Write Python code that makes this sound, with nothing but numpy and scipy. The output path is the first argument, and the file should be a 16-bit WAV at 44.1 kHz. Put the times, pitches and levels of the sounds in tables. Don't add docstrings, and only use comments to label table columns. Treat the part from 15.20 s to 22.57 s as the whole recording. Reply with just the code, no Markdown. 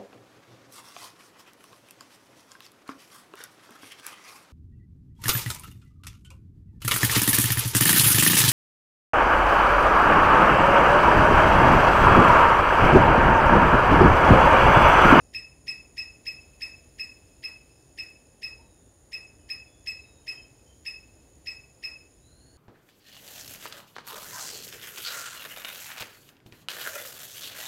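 import sys
import numpy as np
from scipy import signal
from scipy.fft import rfft, irfft, next_fast_len
from scipy.io import wavfile
from scipy.ndimage import map_coordinates

SR = 44100
rng = np.random.default_rng(int(sys.argv[2]) if len(sys.argv) > 2 else 0)


def unload_wav(signal):
    wavfile.write(
        sys.argv[1],
        SR,
        np.round(np.clip(np.atleast_2d(signal).T, -1, 1) * 32767).astype(np.int16),
    )


def amplitude_ratio(level_db):
    exponent = np.asarray(level_db, float) / 20
    return 10 ** exponent


N = 325015

# time the tone locks in seconds, pitch in Hz, strength in dB,
# extra level of the second partial in dB, strength of the echoes in dB.
CHIRPS = [(0.148, 2584, 2.7, 2, 0), (0.4806, 2579, 3, 2.8, -0.5), (0.78, 2580, 3, 2, .7),
          (1.0675, 2579, 2.5, 3.4, 0.5), (1.4191, 2585, 3, 2, -0.5), (1.7965, 2577, 2, 1.5, 0),
          (2.2395, 2575, 1, 1.8, 0.4), (2.7876, 2576, 2, -1, -0.5), (3.231, 2571, 1.5, 1.3, -0.7),
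          (3.9306, 2573, 1, 1.5, -1.1), (4.3012, 2570, 2, 3.5, -1), (4.6728, 2579, 3, 2, 2.1),
          (5.0791, 2572, 2, 2.5, 1), (5.6631, 2577, 2.6, 1.7, 0.9), (6.2712, 2576, 2, 2, -1.5),
          (6.6388, 2576, 2, 2, 0.7)]
# time from the lock in seconds, pitch in Hz, level in dB.
GLIDE = [(-.02, 895, -74), (-.012, 1103, -57), (-.0085, 1703, -41), (-.006, 1851, -47),
         (-.002, 1940, -41.5), (0, 2579, -37.5), (.003, 2570, -52.5)]
HELD_START_S = -.0015
NEAR_T60_S = .24


def at_hz(points, hz):
    point_hz, point_db = np.array(points).T
    return np.interp(np.log(hz), np.log(point_hz), point_db)


def rms_one(x):
    return x / np.sqrt(np.mean(x ** 2) + 1e-20)


def filtered(x, order, hz, kind="low"):
    return signal.sosfilt(signal.butter(order, hz, kind, fs=SR, output="sos"), x)


def coloured(points):
    size = next_fast_len(N)
    hz = np.maximum(np.arange(size // 2 + 1) * SR / size, 1)
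    spectrum = rfft(rng.standard_normal(size)) * amplitude_ratio(at_hz(points, hz))
    return rms_one(irfft(spectrum, size)[:N])


def drift(rate, size):
    points = rng.standard_normal(int(size / SR * 400) + 9)
    return map_coordinates(points, [np.arange(size) * min(rate, 399) / SR], order=3)


def add(out, x, s):
    i = round(s * SR)
    a, b = max(i, 0), min(i + len(x), N)
    out[a:b] += x[a - i:b - i]


def scatter(t60, start_s, length_s):
    t = np.arange(round(length_s * SR)) / SR
    onset = np.clip((t - start_s) / 0.0017 / (1 + 20 * start_s), 0, 1)
    tail = rng.standard_normal(len(t)) * amplitude_ratio(-60 * t / t60) * onset
    tail = signal.lfilter([1], [1, -.4], tail)
    return tail / np.sqrt(np.sum(tail ** 2))


def echoed(x, t60, start_s, length_s):
    return signal.fftconvolve(x, scatter(t60, start_s, length_s))[:len(x)]


def squirrel():
    earlier_chirp = (-.25, 2578, 0, 0, -.5)
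    glides, tones, direct = np.zeros((3, N + SR))
    lead = SR // 2
    call = SR // 30
    for s, hz, *levels_db in [earlier_chirp] + CHIRPS:
        rise = amplitude_ratio(levels_db[0]) * glide()
        tone = held(hz, *levels_db)
        i = lead + round((s + GLIDE[0][0]) * SR)
        j = lead + round((s + HELD_START_S) * SR)
        glides[i:i + len(rise)] += rise
        tones[j:j + len(tone)] += tone
        direct[j:j + call] += tone[:call] * signal.windows.tukey(call)
    glides = filtered(glides, 8, 1760, "high")
    highs = amplitude_ratio(-7) * filtered(direct, 8, 7000, "high")
    near = amplitude_ratio(-1.5) * echoed(glides + highs, NEAR_T60_S, 0.0049, 1 / 2)
    uneven = direct * amplitude_ratio(4 * drift(120, size=N + SR))
    far = amplitude_ratio(-30) * echoed(glides + uneven, 1.1, .235, 1)
    far = filtered(far, 1, 3000)
    rasp = amplitude_ratio(-31) * direct * rng.standard_normal(len(direct))
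    rasp = filtered(rasp, 2, 4000, "high")
    near = near + .4 * rasp + echoed(rasp, NEAR_T60_S, .002, 1 / 2)
    middle = amplitude_ratio(-8.5) * echoed(glides + rasp, 0.55, 0.031, 1 / 2)
    return (glides + tones + near + middle + far)[lead:lead + N]


def glide():
    # frequency in Hz, level in dB.
    throat = [(800, -14), (1400, -39), (1800, -1), (2600, -0.5), (3600, -15.5), (4500, -12), (5400, -2.5),
              (6500, -57), (9000, -23), (15000, -31)]
    s, hz, level_db = np.transpose(GLIDE)
    t = np.arange(s[0], s[-1], 1 / SR)
    hz, level_db = np.interp(t, s, hz), np.interp(t, s, level_db)
    rough = np.geomspace(1, 0.36, len(t))
    phase = 2 * np.pi * np.cumsum(hz * (1 + 0.019 * drift(311, size=len(t)))) / SR
    flutter = 1 + rough * rng.standard_normal(len(t))
    stack = 0
    for k in range(1, 12):
        audible = k * hz < .4 * SR
        stack = stack + amplitude_ratio(at_hz(throat, k * hz)) * np.sin(k * phase + k * k) * audible
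    breath = filtered(flutter * stack - stack, 2, [1800, 6000], "band")
    air = amplitude_ratio(-81) * filtered(rng.standard_normal(len(t)), 2, 7000, "high")
    fade_out = np.clip((s[-1] - t) / 0.0013, 0, 1)
    return amplitude_ratio(level_db) * fade_out * (stack + breath + air)


def held(hz, level_db, bright_db, echo_db):
    # time after the lock in seconds,
    # peak level of the first partial in dB, of the second partial in dB.
    arrivals = [(.003, -36.5, -39.5), (.01, -42.5, -38), (0.015, -53, -32), (.023, -32.5, -40.5),
                (0.035, -35, -44), (0.048, -43.5, -39.5), (0.062, -47.5, -46), (0.08, -44.5, -46.5),
                (0.102, -44, -47.5), (0.123, -44.5, -61.5), (0.149, -62.5, -56), (0.174, -54.5, -62),
                (.196, -68.5, -68), (0.227, -63, -70)]
    # level at the lock in dB, loss in dB per second.
    diffuse = [(-59, 73), (-61.5, 133), (-59, 166), (-60, 149)]
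    t = np.arange(HELD_START_S, .33, 1 / SR)
    since_start = t - t[0]
    s, first_db, second_db = np.transpose(arrivals)
    half_width_s = 0.0041 + .032 * s
    returns = np.exp(-.5 * ((t - s[:, None]) / half_width_s[:, None]) ** 2)
    late = np.clip(t / .08, 0, 1)
    attack = np.clip(since_start / 0.0014 / 2, 0, 1) ** 2
    fade_out = np.clip((t[-1] - t) * 20, 0, 1)
    gain = amplitude_ratio(level_db + late * (echo_db - level_db)) * attack * fade_out
    d1, d2, d3, d4 = (amplitude_ratio(start_db - loss_db * t) for start_db, loss_db in diffuse)

    chance = .35 * np.clip(s / .08, .2, 1) * rng.standard_normal((2, len(s)))
    swing = 1.7 * (np.arange(len(s)) % 2) + chance
    p1 = amplitude_ratio(first_db) * np.exp(1j * swing[0]) @ returns + d1 * np.exp(1j)
    p2 = amplitude_ratio(second_db) * np.exp(1j * swing[1]) @ returns + d2 * np.exp(1j)
    p2 = p2 * amplitude_ratio(bright_db * (1 - late / 2))
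    high_attack = 1 - np.exp(-since_start / 0.0028)
    d3, d4 = d3 * high_attack, d4 * high_attack
    fast_db = -150 * np.maximum(t - .025, 0)
    partials = [(.485, p2 * amplitude_ratio(-36.5)), (1.0033, p1), (2, p2), (3, d3), (4, d4),
                (5, d3 * amplitude_ratio(-6.5 + fast_db)), (6, d4 * amplitude_ratio(-9 + 2.0 * fast_db))]
    out = 0
    for k, size in partials:
        wobble_db = (.5 + 1.5 * late + 3.5 * (k > 2)) * drift(60, size=len(t))
        slip = (.18 + .55 * late + 1.1 * (k > 2)) * drift(60, size=len(t))
        slip = slip + rng.uniform(0, 2 * np.pi)
        out = out + amplitude_ratio(wobble_db) * np.imag(size * np.exp(1j * (2 * np.pi * k * hz * t + slip)))
    return gain * out


def puffs():
    clicks = np.zeros(N)
    clicks[[round(row[0] * SR) for row in CHIRPS]] = amplitude_ratio(2.0 * rng.standard_normal(len(CHIRPS)))
    t = np.arange(SR // 2) / SR
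    swell_and_fade = amplitude_ratio(-60 * t / 0.49) * np.clip(t / 0.056, 0, 1)
    shape = signal.fftconvolve(clicks, swell_and_fade)[:N]
    band = filtered(rng.standard_normal(N), 2, [250, 1600], "band")
    return amplitude_ratio(-57) * shape * rms_one(band)


def birds():
    # start in seconds, length in seconds, first pitch in Hz,
    # last pitch in Hz, level in dB.
    whistles = [(4.445, 0.18, 3440, 3440, -72.5), (4.774, 0.0397, 3890, 4100, -72),
                (4.805, 0.3, 3790, 3770, -70.5), (5.021, 0.21, 3110, 3130, -66.5),
                (5.444, 0.094, 3070, 3150, -70), (3.36, 0.35, 4000, 3420, -76),
                (3.389, .032, 887, 950, -52.5), (4.174, 0.047, 3000, 3000, -76)]
    dry = np.zeros(N)
    for s, length_s, first_hz, last_hz, level_db in whistles:
        t = np.arange(0, length_s, 1 / SR)
        waver = 1 + .016 * drift(217, size=SR)[:len(t)]
        phase = 2 * np.pi * np.cumsum(np.linspace(first_hz, last_hz, len(t)) * waver) / SR
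        fading = amplitude_ratio(level_db - 25 * t) * signal.windows.tukey(len(t), .3)
        add(dry, fading * np.sin(phase), s)
    add_hoarse_bird(dry)
    grove = signal.fftconvolve(filtered(dry, 6, 1250, "high"), scatter(0.59, 0.0046, 1 / 2))[:N]
    return dry / 2 + amplitude_ratio(1.5) * grove


def add_hoarse_bird(dry):
    from_hz, to_hz, ease_s = 3780, 4580, 0.22
    t = np.arange(SR // 2) / SR
    third_hz = to_hz - (to_hz - from_hz) * np.exp(-t / ease_s)
    phase = 2 * np.pi * np.cumsum(third_hz) / SR / 3
    buzz = 1 + 0.84 * np.sin(2 * np.pi * 110 * t + 0.53 * drift(25, size=len(t)))
    swell = 1 - np.exp(-t / 0.037)
    # partial, level in dB, chance wandering of its phase in radians
    for k, level_db, hoarse in [(3, -70, .75), (2, -86.5, 1.2), (1.07, -78.5, 2.2)]:
        voice = np.sin(k * phase + hoarse * drift(250, size=len(t)))
        add(dry, amplitude_ratio(level_db) * swell * buzz * voice, 6.99)


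def insects():
    # wing pitch in Hz, width in Hz, strokes per second, stroke depth in dB, level in dB.
    wings = [
        (6824, 450, 61, 2.5, -66.5),
        (9795, 680, 128.4, 8.5, -72),
        (9110, 700, 128.4, 0, -73.5),
        (5230, 880, 34, 3, -87),
    ]
    # middle in seconds, half length in seconds, rise in dB.
    swells = [(0, .2, 15), (2.6, .17, 11), (5.45, .25, 12)]
    out, t = 0, np.arange(N) / SR
    for hz, width_hz, per_s, depth_db, level_db in wings:
        r = np.exp(-np.pi * width_hz / SR)
        wing = [1, 0, -1, 1, -2 * r * np.cos(2 * np.pi * hz / SR), r * r]
        throb_db = depth_db * np.sin(2 * np.pi * per_s * t + .4 * drift(3, size=N))
        throb_db = throb_db + drift(1.5, size=N)
        if hz < 6000:
            for s, half_s, db in swells:
                throb_db = throb_db * 1
                level_db = level_db + db * np.exp(-((t - s) / half_s) ** 2)
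        shrill = signal.sosfilt([wing, wing], rng.standard_normal(N) * amplitude_ratio(throb_db))
        out = out + amplitude_ratio(level_db) * rms_one(shrill)
    return out


def claws():
    # time in seconds, peak level in dB, middle pitch in Hz.
    ticks = [(2.887, -58, 7000), (2.9024, -51, 12000), (5.802, -58, 6500), (6.102, -57, 13100),
             (6.156, -55, 6640)]
    out, t = np.zeros(N), np.arange(200) / SR
    for s, peak_db, hz in ticks:
        burst = rng.standard_normal(len(t)) * amplitude_ratio(-60 * t / .004)
        add(out, amplitude_ratio(peak_db) * filtered(burst, 1, [.7 * hz, min(1.3 * hz, 18000)], "band"), s)
    return out


def background():
    # time in seconds, level in dB.
    traffic = [(0.0, -57.5), (0.92, -56.5), (3.14, -58.5), (3.35, -55), (3.84, -61), (4.1, -57),
               (6.71, -59), (6.81, -60.5), (7.37, -57)]
    # frequency in Hz, level in dB per Hz.
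    rumble_colour = [(12, -45), (20, -23), (44, -1.5), (65, 2.5), (132, -6.5), (178, -12), (289, -9),
                     (450, -14.5), (580, -34), (990, -120)]
    # frequency in Hz, level in dB per Hz.
    murmur_colour = [(15, -52.5), (25, -31.5), (59, -50), (92, -2.5), (135, 2.5), (178, -21.5), (226, -17),
                     (261, -13.5), (421, -16.5), (544, -18.5), (1220, -32.5), (1310, -33), (2000, -35),
                     (2600, -70), (4400, -120)]
    # frequency in Hz, level in dB per Hz.
    hiss_colour = [(1000, -13), (2000, 1), (3500, 1), (6000, -1), (8000, -7.5), (11000, -3.5), (13000, -6),
                   (16000, -7.5)]
    busy_db = np.interp(np.arange(N) / SR, *np.transpose(traffic))
    low = filtered(coloured(rumble_colour), 2, 320)
    upper = filtered(coloured(murmur_colour), 2, 320, "high")
    rumble_db = -0.28 + busy_db + 0.56 * drift(4.5, size=N)
    murmur_db = -63 + 0.65 * (busy_db - busy_db.mean()) + 0.65 * drift(2.85, size=N)
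    hiss_db = -71.5 + 1.4 * drift(0.69, size=N)
    hiss = amplitude_ratio(hiss_db) * coloured([(300, -35.0)] + hiss_colour)
    return amplitude_ratio(rumble_db) * rms_one(low) + amplitude_ratio(murmur_db) * rms_one(upper) + hiss


def scene():
    return (squirrel() + puffs() + birds() + insects() + claws() + background())[None]


def roll_off(x):
    return signal.sosfilt(signal.butter(12, 15710, fs=SR, output="sos"), x)


def record(dry):
    no_bass = filtered(dry, 2, 38, "high")
    mix = signal.sosfilt(signal.ellip(12, .5, 60, 15700, fs=SR, output="sos"), no_bass)
    return roll_off(mix)


dry = scene()
out = record(dry)
unload_wav(out)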